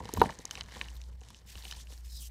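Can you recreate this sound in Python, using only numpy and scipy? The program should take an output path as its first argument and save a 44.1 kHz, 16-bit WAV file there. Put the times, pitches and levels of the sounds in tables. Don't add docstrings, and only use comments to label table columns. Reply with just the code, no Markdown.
import sys
import numpy as np
from scipy import signal
from scipy.io import wavfile

SR = 44100
rng = np.random.default_rng(int(sys.argv[2]) if len(sys.argv) > 2 else 0)


def digitize_waveform(pressure):
    field = np.atleast_2d(pressure).T
    bounded = np.clip(field, -1, 1)
    quanta = np.round(bounded * 32767).astype(np.int16)
    wavfile.write(sys.argv[1], SR, quanta)


def nominal_scale(level):
    x = np.asarray(level, float) / 20
    return 10 ** x


N = 101430

# (time [s], level [dB])
SQUEEZE = [(0, -53.5), (.12, -51), (.24, -43.5), (.33, -52), (.44, -60), (.58, -47), (.66, -57.5),
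           (.76, -46), (.95, -59.5), (1.17, -74), (1.24, -63.5), (1.38, -64), (1.44, -70.5), (1.56, -58),
           (1.74, -52.5), (1.86, -67.5), (1.93, -59), (2.05, -70.5)]
# (frequency [Hz], density [dB per Hz])
CRUMB_SPECTRUM = [(300, -9.5), (600, -14), (930, -3), (1400, -17), (1800, 14), (2500, -8), (3800, 3.5),
                  (9000, -8.5), (14000, -33)]
# (frequency [Hz], level [dB], T60 [s])
HAND_MODES = [(1000, 6.5, 0.0056), (1800, -4, 0.015), (3050, -5, 0.0153), (4066, -0.5, 0.0053),
              (6910, -9, 0.002)]
# (time [s], peak level [dB], ring frequency [Hz], bandwidth [octaves])
SNAPS = [(0.0552, -34, 3500, 1.6), (0.0905, -32.5, 4400, 1.9), (0.138, -17, 7500, 1.3),
         (0.1971, -28, 4840, 1.2), (0.2166, -22.5, 3700, 0.52), (.217, -26, 13000, 0.43),
         (0.258, -30.5, 2080, 0.57), (.389, -32, 6400, 0.66), (0.4541, -19.5, 5600, 0.88),
         (0.5104, -21.5, 3730, 1.9), (0.554, -27.5, 3100, 1.4), (0.574, -35, 2500, 0.34),
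         (0.6096, -20.5, 3850, 0.78), (.6096, -29.5, 1610, 1.1), (0.7217, -38, 4050, 1.5),
         (0.813, -22.5, 2080, 0.48), (0.8136, -25, 3470, 0.77), (0.885, -36.5, 3800, 1.1),
         (1.016, -36.5, 3984, 1.1), (1.214, -44.5, 4020, 1.8), (1.287, -38, 5500, 1.7),
         (1.346, -37.5, 3850, 1.3), (1.555, -35.5, 2830, 1.2), (1.637, -43, 2980, 0.77),
         (1.653, -31, 3020, 1.2), (1.681, -38.5, 3270, 0.4), (1.7119, -27, 4130, 0.85),
         (1.725, -30, 3930, 0.94), (1.7235, -37, 1590, 1), (1.871, -43, 2970, 1.4),
         (1.924, -38.5, 4990, 1.76),
         (0.064, -45, 6000, 1.6), (.12, -48, 6000, 1.3), (0.172, -29, 3000, 5.6), (.176, -33, 14200, 0.38),
         (.208, -45, 5460, 1.2), (0.2396, -34, 3380, 2.1), (0.2926, -33, 1890, 0.32),
         (0.306, -31.5, 3400, 1.7), (.346, -47.5, 7400, 0.3), (.3745, -52, 1700, 0.69),
         (.403, -46, 4040, 0.46), (.42, -44, 6000, 1.3), (0.4774, -42, 4500, 0.98), (0.587, -38, 4970, 1.2),
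         (.634, -44, 7250, 0.48), (0.639, -41, 2480, 3), (0.661, -43, 3000, 2.5), (.691, -47, 3500, 2.4),
         (0.7134, -43, 2220, 1.8), (.7535, -55, 7000, 0.48), (0.843, -38, 3620, 0.63),
         (.903, -42.5, 6500, 0.58), (0.9659, -47, 3950, 0.35), (1.039, -43, 4300, 0.78),
         (1.129, -53.5, 3340, 1.1), (1.208, -46, 6500, 0.77), (1.236, -45, 3500, 1.9),
         (1.304, -38, 2800, 3.1), (1.389, -46, 5000, 0.67), (1.582, -37, 3960, 0.6),
         (1.576, -43, 2000, 1.4), (1.624, -37.5, 4000, 0.39), (1.736, -39, 4500, 0.33),
         (1.752, -41.5, 3500, 1.1), (1.897, -53, 4700, 0.68), (1.9777, -42.5, 4900, 0.43),
         (2.009, -55, 3487, 1.8)]
# (frequency [Hz], level [dB], T60 [s])
TUB_MODES = [(92, -21.5, 0.15), (196, -7.5, 0.046), (247.4, -8, 0.065), (324, -10.5, 0.041), (475, -5, .05),
             (700, -7.5, 0.059), (765.6, -2.5, 0.049), (952, 9, 0.022), (1125, 0, 0.034),
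             (1460, -2.5, 0.019), (1800, -27, .009)]
# (time [s], peak level [dB], contact cutoff [Hz])
KNOCKS = [(.004, -36, 1300), (0.027, -43, 593), (0.054, -33.5, 694), (.09, -31.5, 1320),
          (0.135, -28.5, 397), (.172, -25.5, 1310), (0.182, -22.5, 230), (.197, -25.5, 230),
          (0.238, -19.5, 850), (.246, -32, 1800), (0.257, -28, 600), (0.275, -52, 308), (0.296, -31, 2110),
          (0.299, -32.5, 890), (.392, -38.5, 484), (0.449, -39, 1800), (0.578, -39.5, 1500),
          (0.764, -40, 1400), (.812, -37.5, 1100), (1.017, -72, 1500), (1.214, -47.5, 1190),
          (1.303, -48, 1300), (1.554, -47.5, 1010), (1.636, -54, 1500), (1.652, -47.5, 1500),
          (1.723, -60, 1800), (1.766, -49.5, 930), (1.904, -52, 1000), (1.925, -50, 900)]
# (time [s], level [dB])
PRESS = [(0, -39), (.12, -54.5), (.17, -38.5), (.28, -36.5), (.33, -50), (.45, -61), (.6, -49), (.7, -71),
         (.77, -47.5), (.88, -58.5), (1.45, -68.5), (1.7, -73), (2.0, -75), (2.3, -95)]
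# (time [s], length [s], level [dB], low edge [Hz], top edge [Hz])
STROKES = [(0, .13, -82, 2070, 9500), (0.134, 0.058, -53, 5000, 16000), (.19, 0.073, -61, 2500, 15740),
           (0.28, 0.067, -58.5, 4030, 10000), (.385, 0.045, -60, 3020, 12000),
           (0.505, 0.051, -61, 2500, 15000), (0.685, 0.16, -61.5, 2480, 13000),
           (0.846, 0.14, -63, 2500, 10700), (.92, 0.054, -54.5, 9500, 15830),
           (0.963, .13, -69.5, 2470, 12000), (1.176, 0.22, -62.5, 2514, 8500),
           (1.452, 0.083, -54, 2008, 16000), (1.492, 0.23, -55, 2560, 15000),
           (1.636, 0.15, -61, 2593, 15500), (1.744, 0.087, -53, 2620, 11100),
           (1.808, .08, -71, 3035, 14080), (1.877, 0.069, -56, 2844, 12440),
           (1.92, 0.093, -63, 3500, 15600), (2.017, 0.099, -59, 2500, 16080),
           (2.053, 0.23, -51.5, 4240, 16530), (2.198, 0.034, -48.5, 5990, 16500),
           (2.199, 0.071, -53.5, 3020, 16600)]
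# (frequency [Hz], density [dB per Hz])
RUB_SPECTRUM = [(1500, -1), (2600, -0.5), (3500, -2), (5800, -2.5), (8500, -6), (9800, -11.5),
                (13000, -9.5), (16500, -11)]
# (time [s], resonance [Hz], level [dB])
HOLLOW = [
    (2.07, 4290, -87.5),
    (2.1, 4110, -58.5),
    (2.14, 4000, -56),
    (2.19, 3940, -50.5),
    (2.21, 3160, -56.5),
    (2.24, 3050, -53.5),
    (2.275, 2984, -56.5),
    (2.288, 3000, -93.5),
]
# (time [s], frequency [Hz], level [dB])
HUM = [(0, 59, -60), (.3, 58.69, -51), (.46, 58.8, -67), (.58, 60.7, -53), (.8, 58.84, -50),
       (1.0, 59.7, -42), (1.2, 61.8, -47), (1.26, 58.5, -52), (1.42, 59.9, -58), (1.6, 58.3, -47.5),
       (2.2, 58.9, -44), (2.3, 58.2, -46.5)]
# (frequency [Hz], density [dB per Hz])
RUMBLE_SPECTRUM = [(22, 5), (40, -13), (80, -1), (110, -8.5), (150, -7), (220, -19.5), (700, -30.5),
                   (1500, -33.5)]

CRUMBS_PER_S, CRUMB_SPREAD_DB, CRUMB_CYCLES = 1800, 2.8, 8.0
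HAND_DB = -9
SNAP_T60_S, SNAP_TAIL_DB, SNAP_TAIL_T60_S, SNAP_CLICK = .005, -14, .022, 7
SNAP_HAND_DB = -13
BREAK_S, BREAK_DB, REBOUND_S, REBOUND_DB = .2162, -3, .0022, 1.5
KNOCK_CRUMBLE_S = .0025
KNOCK_TILT_DB = -1.5
KNOCK_DAMPING = .6
STROKE_RISE, STROKE_FALL_S = .45, .028
HISS_DB = -74.5
HOLLOW_WIDTH_HZ = 450
HOLLOW_UPPER, HOLLOW_UPPER_DB = 1.27, 3.5
HOLLOW_CLOSED_HZ = 2900
RUMBLE_DB = -58.5
MIC_LOW_HZ, MIC_TOP_HZ = 38, 15900


def in_time(rows):
    s, *columns = np.transpose(rows)
    return [np.interp(np.arange(N) / SR, s, c) for c in columns]


def at_hz(spectrum, hz):
    table_hz, db = np.transpose(spectrum)
    return np.interp(np.log(hz), np.log(table_hz), db)


def butter(x, order, hz, kind="low"):
    return signal.sosfilt(signal.butter(order, hz, kind, fs=SR, output="sos"), x)


def rms_one(x):
    return x / np.sqrt(np.mean(x ** 2) + 1e-20)


def drift(rate):
    r = np.exp(-40 * np.pi * rate / SR)
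    slow = signal.lfilter([1], [1, -2 * r, r * r], rng.standard_normal(N // 20 + 4002))[4000:]
    return np.interp(np.arange(N) / 20, np.arange(len(slow)), rms_one(slow))


def ring(clicks, hz, t60):
    r, w = nominal_scale(-60 / (t60 * SR)), 2 * np.pi * hz / SR
    return signal.lfilter([0, np.sin(w)], [1, -2 * r * np.cos(w), r * r], clicks + 1e-18)


def banded_noise(spectrum, patchy_db, rate):
    out, together = 0, drift(rate)
    edges = np.geomspace(spectrum[0][0], spectrum[-1][0], 14)
    white = rng.standard_normal((2, N))
    for k, (low, high) in enumerate(zip(edges, edges[1:])):
        band = butter(white[k % 2], 2, [low, min(high, .45 * SR)], "band")
        flicker_db = patchy_db * (1.3 * together + drift(rate / 2))
        out = out + band * nominal_scale(at_hz(spectrum, np.sqrt(low * high)) + flicker_db)
    return rms_one(out)


def crumbs():
    db, = in_time(SQUEEZE)
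    sizes = nominal_scale(CRUMB_SPREAD_DB * np.minimum(rng.exponential(1, N), 4)) * rng.choice([-1, 1], N)
    born = rng.random(N) < CRUMBS_PER_S * nominal_scale(4.5 * drift(90)) / SR
    fractures = sizes * born
    shared = fractures * (rng.random(N) < .25)
    dealt = rng.integers(0, 24, N)
    rings = 0
    for k, hz in enumerate(np.geomspace(450, 13000, 24)):
        clicks = fractures * (dealt == k) + 0.17 * (-1) ** k * shared
        rings = rings + nominal_scale(at_hz(CRUMB_SPECTRUM, hz)) * hz * ring(clicks, hz, CRUMB_CYCLES / hz)
    cupped = 0
    for hz, level, t60 in HAND_MODES:
        cupped = cupped + nominal_scale(level) * ring(fractures * rng.random(N) ** 2, hz, t60)
    bed = banded_noise(CRUMB_SPECTRUM, patchy_db=3.5, rate=33.0)
    return nominal_scale(db) * (nominal_scale(-6.5) * rms_one(rings) + nominal_scale(HAND_DB) * rms_one(cupped) + nominal_scale(-12) * bed)


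def snaps():
    out, t = np.zeros(N + SR), np.arange(SR // 20) / SR
    decay = nominal_scale(-60 * t / SNAP_T60_S) + nominal_scale(SNAP_TAIL_DB - 60 * t / SNAP_TAIL_T60_S)
    for s, db, hz, octaves in SNAPS:
        edges = [hz / 2 ** (octaves / 2), min(hz * 2 ** (octaves / 2), .45 * SR)]
        burst = rng.standard_normal(len(t)) * decay + SNAP_CLICK * (t == 0)
        crack = butter(burst, 2, edges, "band")
        cupped = sum(mode_hz / 4000 * ring(crack, mode_hz, t60) for mode_hz, _, t60 in HAND_MODES)
        hit = crack + nominal_scale(SNAP_HAND_DB) * cupped / 4
        i = int(s * SR)
        out[i:i + len(t)] += nominal_scale(db) * hit / np.abs(hit).max()
    return out[:N]


def lump():
    touch = np.eye(1, N, int(BREAK_S * SR))[0]
    first = butter(touch, 2, 2100)
    again = butter(np.roll(touch, int(REBOUND_S * SR)), 2, 1600)
    clicks = first + nominal_scale(REBOUND_DB) * again
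    hit = 0
    for k, (hz, db, t60) in enumerate(TUB_MODES):
        sense = (-1) ** (k * (k < len(TUB_MODES) // 2))
        hit = hit + sense * nominal_scale(db) * ring(clicks, hz, t60)
    return nominal_scale(BREAK_DB) * hit / np.abs(hit).max()


def knocks():
    out, t = np.zeros(N + SR), np.arange(SR // 3) / SR
    for s, db, cut_hz in KNOCKS:
        push = butter(rng.standard_normal(len(t)) * np.exp(-t / KNOCK_CRUMBLE_S), 4, cut_hz)
        hit = 0
        for hz, level, t60 in TUB_MODES:
            luck = rng.normal()
            mode_db = level + KNOCK_TILT_DB * np.log2(hz / 500) + 3.9 * luck
            hit = hit + np.sign(luck) * nominal_scale(mode_db) * ring(push, hz, KNOCK_DAMPING * t60)
        i = int(s * SR)
        out[i:i + len(hit)] += nominal_scale(db) * hit / np.abs(hit).max()
    return out[:N]


def press():
    db, = in_time(PRESS)
    taps = (rng.random(N) < 500 / SR) * nominal_scale(2.32 * rng.exponential(1, N)) * rng.choice([-1, 1], N)
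    taps = signal.lfilter([.1], [1, -.88], taps)
    shaken = 0
    for k, (hz, level, t60) in enumerate(TUB_MODES):
        mode_db = level - 8.2 * np.log2(hz / 300)
        shaken = shaken + (-1) ** k * nominal_scale(mode_db) * ring(taps, hz, 0.5 * t60)
    return nominal_scale(db - 4) * rms_one(shaken)


def hollow():
    hz, db = in_time(HOLLOW)
    low = butter(rng.standard_normal((2, N)), 2, HOLLOW_WIDTH_HZ / 2)
    phase = 2 * np.pi * np.cumsum(hz) / SR
    openness = (hz - HOLLOW_CLOSED_HZ) / (hz[0] - HOLLOW_CLOSED_HZ)
    first = low[0] * np.sin(phase)
    second = nominal_scale(HOLLOW_UPPER_DB) * openness * low[1] * np.sin(HOLLOW_UPPER * phase)
    return rms_one(first + second) * nominal_scale(db + 1.2 * drift(40))


def rub():
    t = np.arange(N) / SR
    hiss = banded_noise(RUB_SPECTRUM, patchy_db=1.7, rate=90.0)
    out = nominal_scale(HISS_DB) * hiss
    for s, length, db, edge_hz, top_hz in STROKES:
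        rise = np.clip((t - s) / (STROKE_RISE * length), 0, 1)
        fall = np.clip((s + length - t) / STROKE_FALL_S + .5, 0, 1)
        stroke = butter(butter(hiss, 5, edge_hz, "high"), 2, top_hz)
        out = out + nominal_scale(db) * np.sin(np.pi / 2 * rise * fall) ** 2 * stroke
    return out + hollow()


def hum():
    hz, db = in_time(HUM)
    phase = 2 * np.pi * np.cumsum(hz + 0.26 * drift(6.7)) / SR
    tone = np.sqrt(2) * nominal_scale(db + 1.8 * drift(22)) * np.sin(phase)
    return tone + nominal_scale(RUMBLE_DB) * banded_noise(RUMBLE_SPECTRUM, patchy_db=2.2, rate=21.0)


def scene():
    return (crumbs() + snaps() + lump() + knocks() + press() + rub() + hum())[None]


def top_cut(x):
    return signal.sosfilt(signal.butter(12, 16520, fs=SR, output="sos"), x)


def record(dry):
    x = butter(dry, 2, MIC_LOW_HZ, "high")
    mix = signal.sosfilt(signal.cheby2(10, 30, MIC_TOP_HZ * 1.005, fs=SR, output="sos"), x)
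    return top_cut(mix)


dry = scene()
out = record(dry)
digitize_waveform(out)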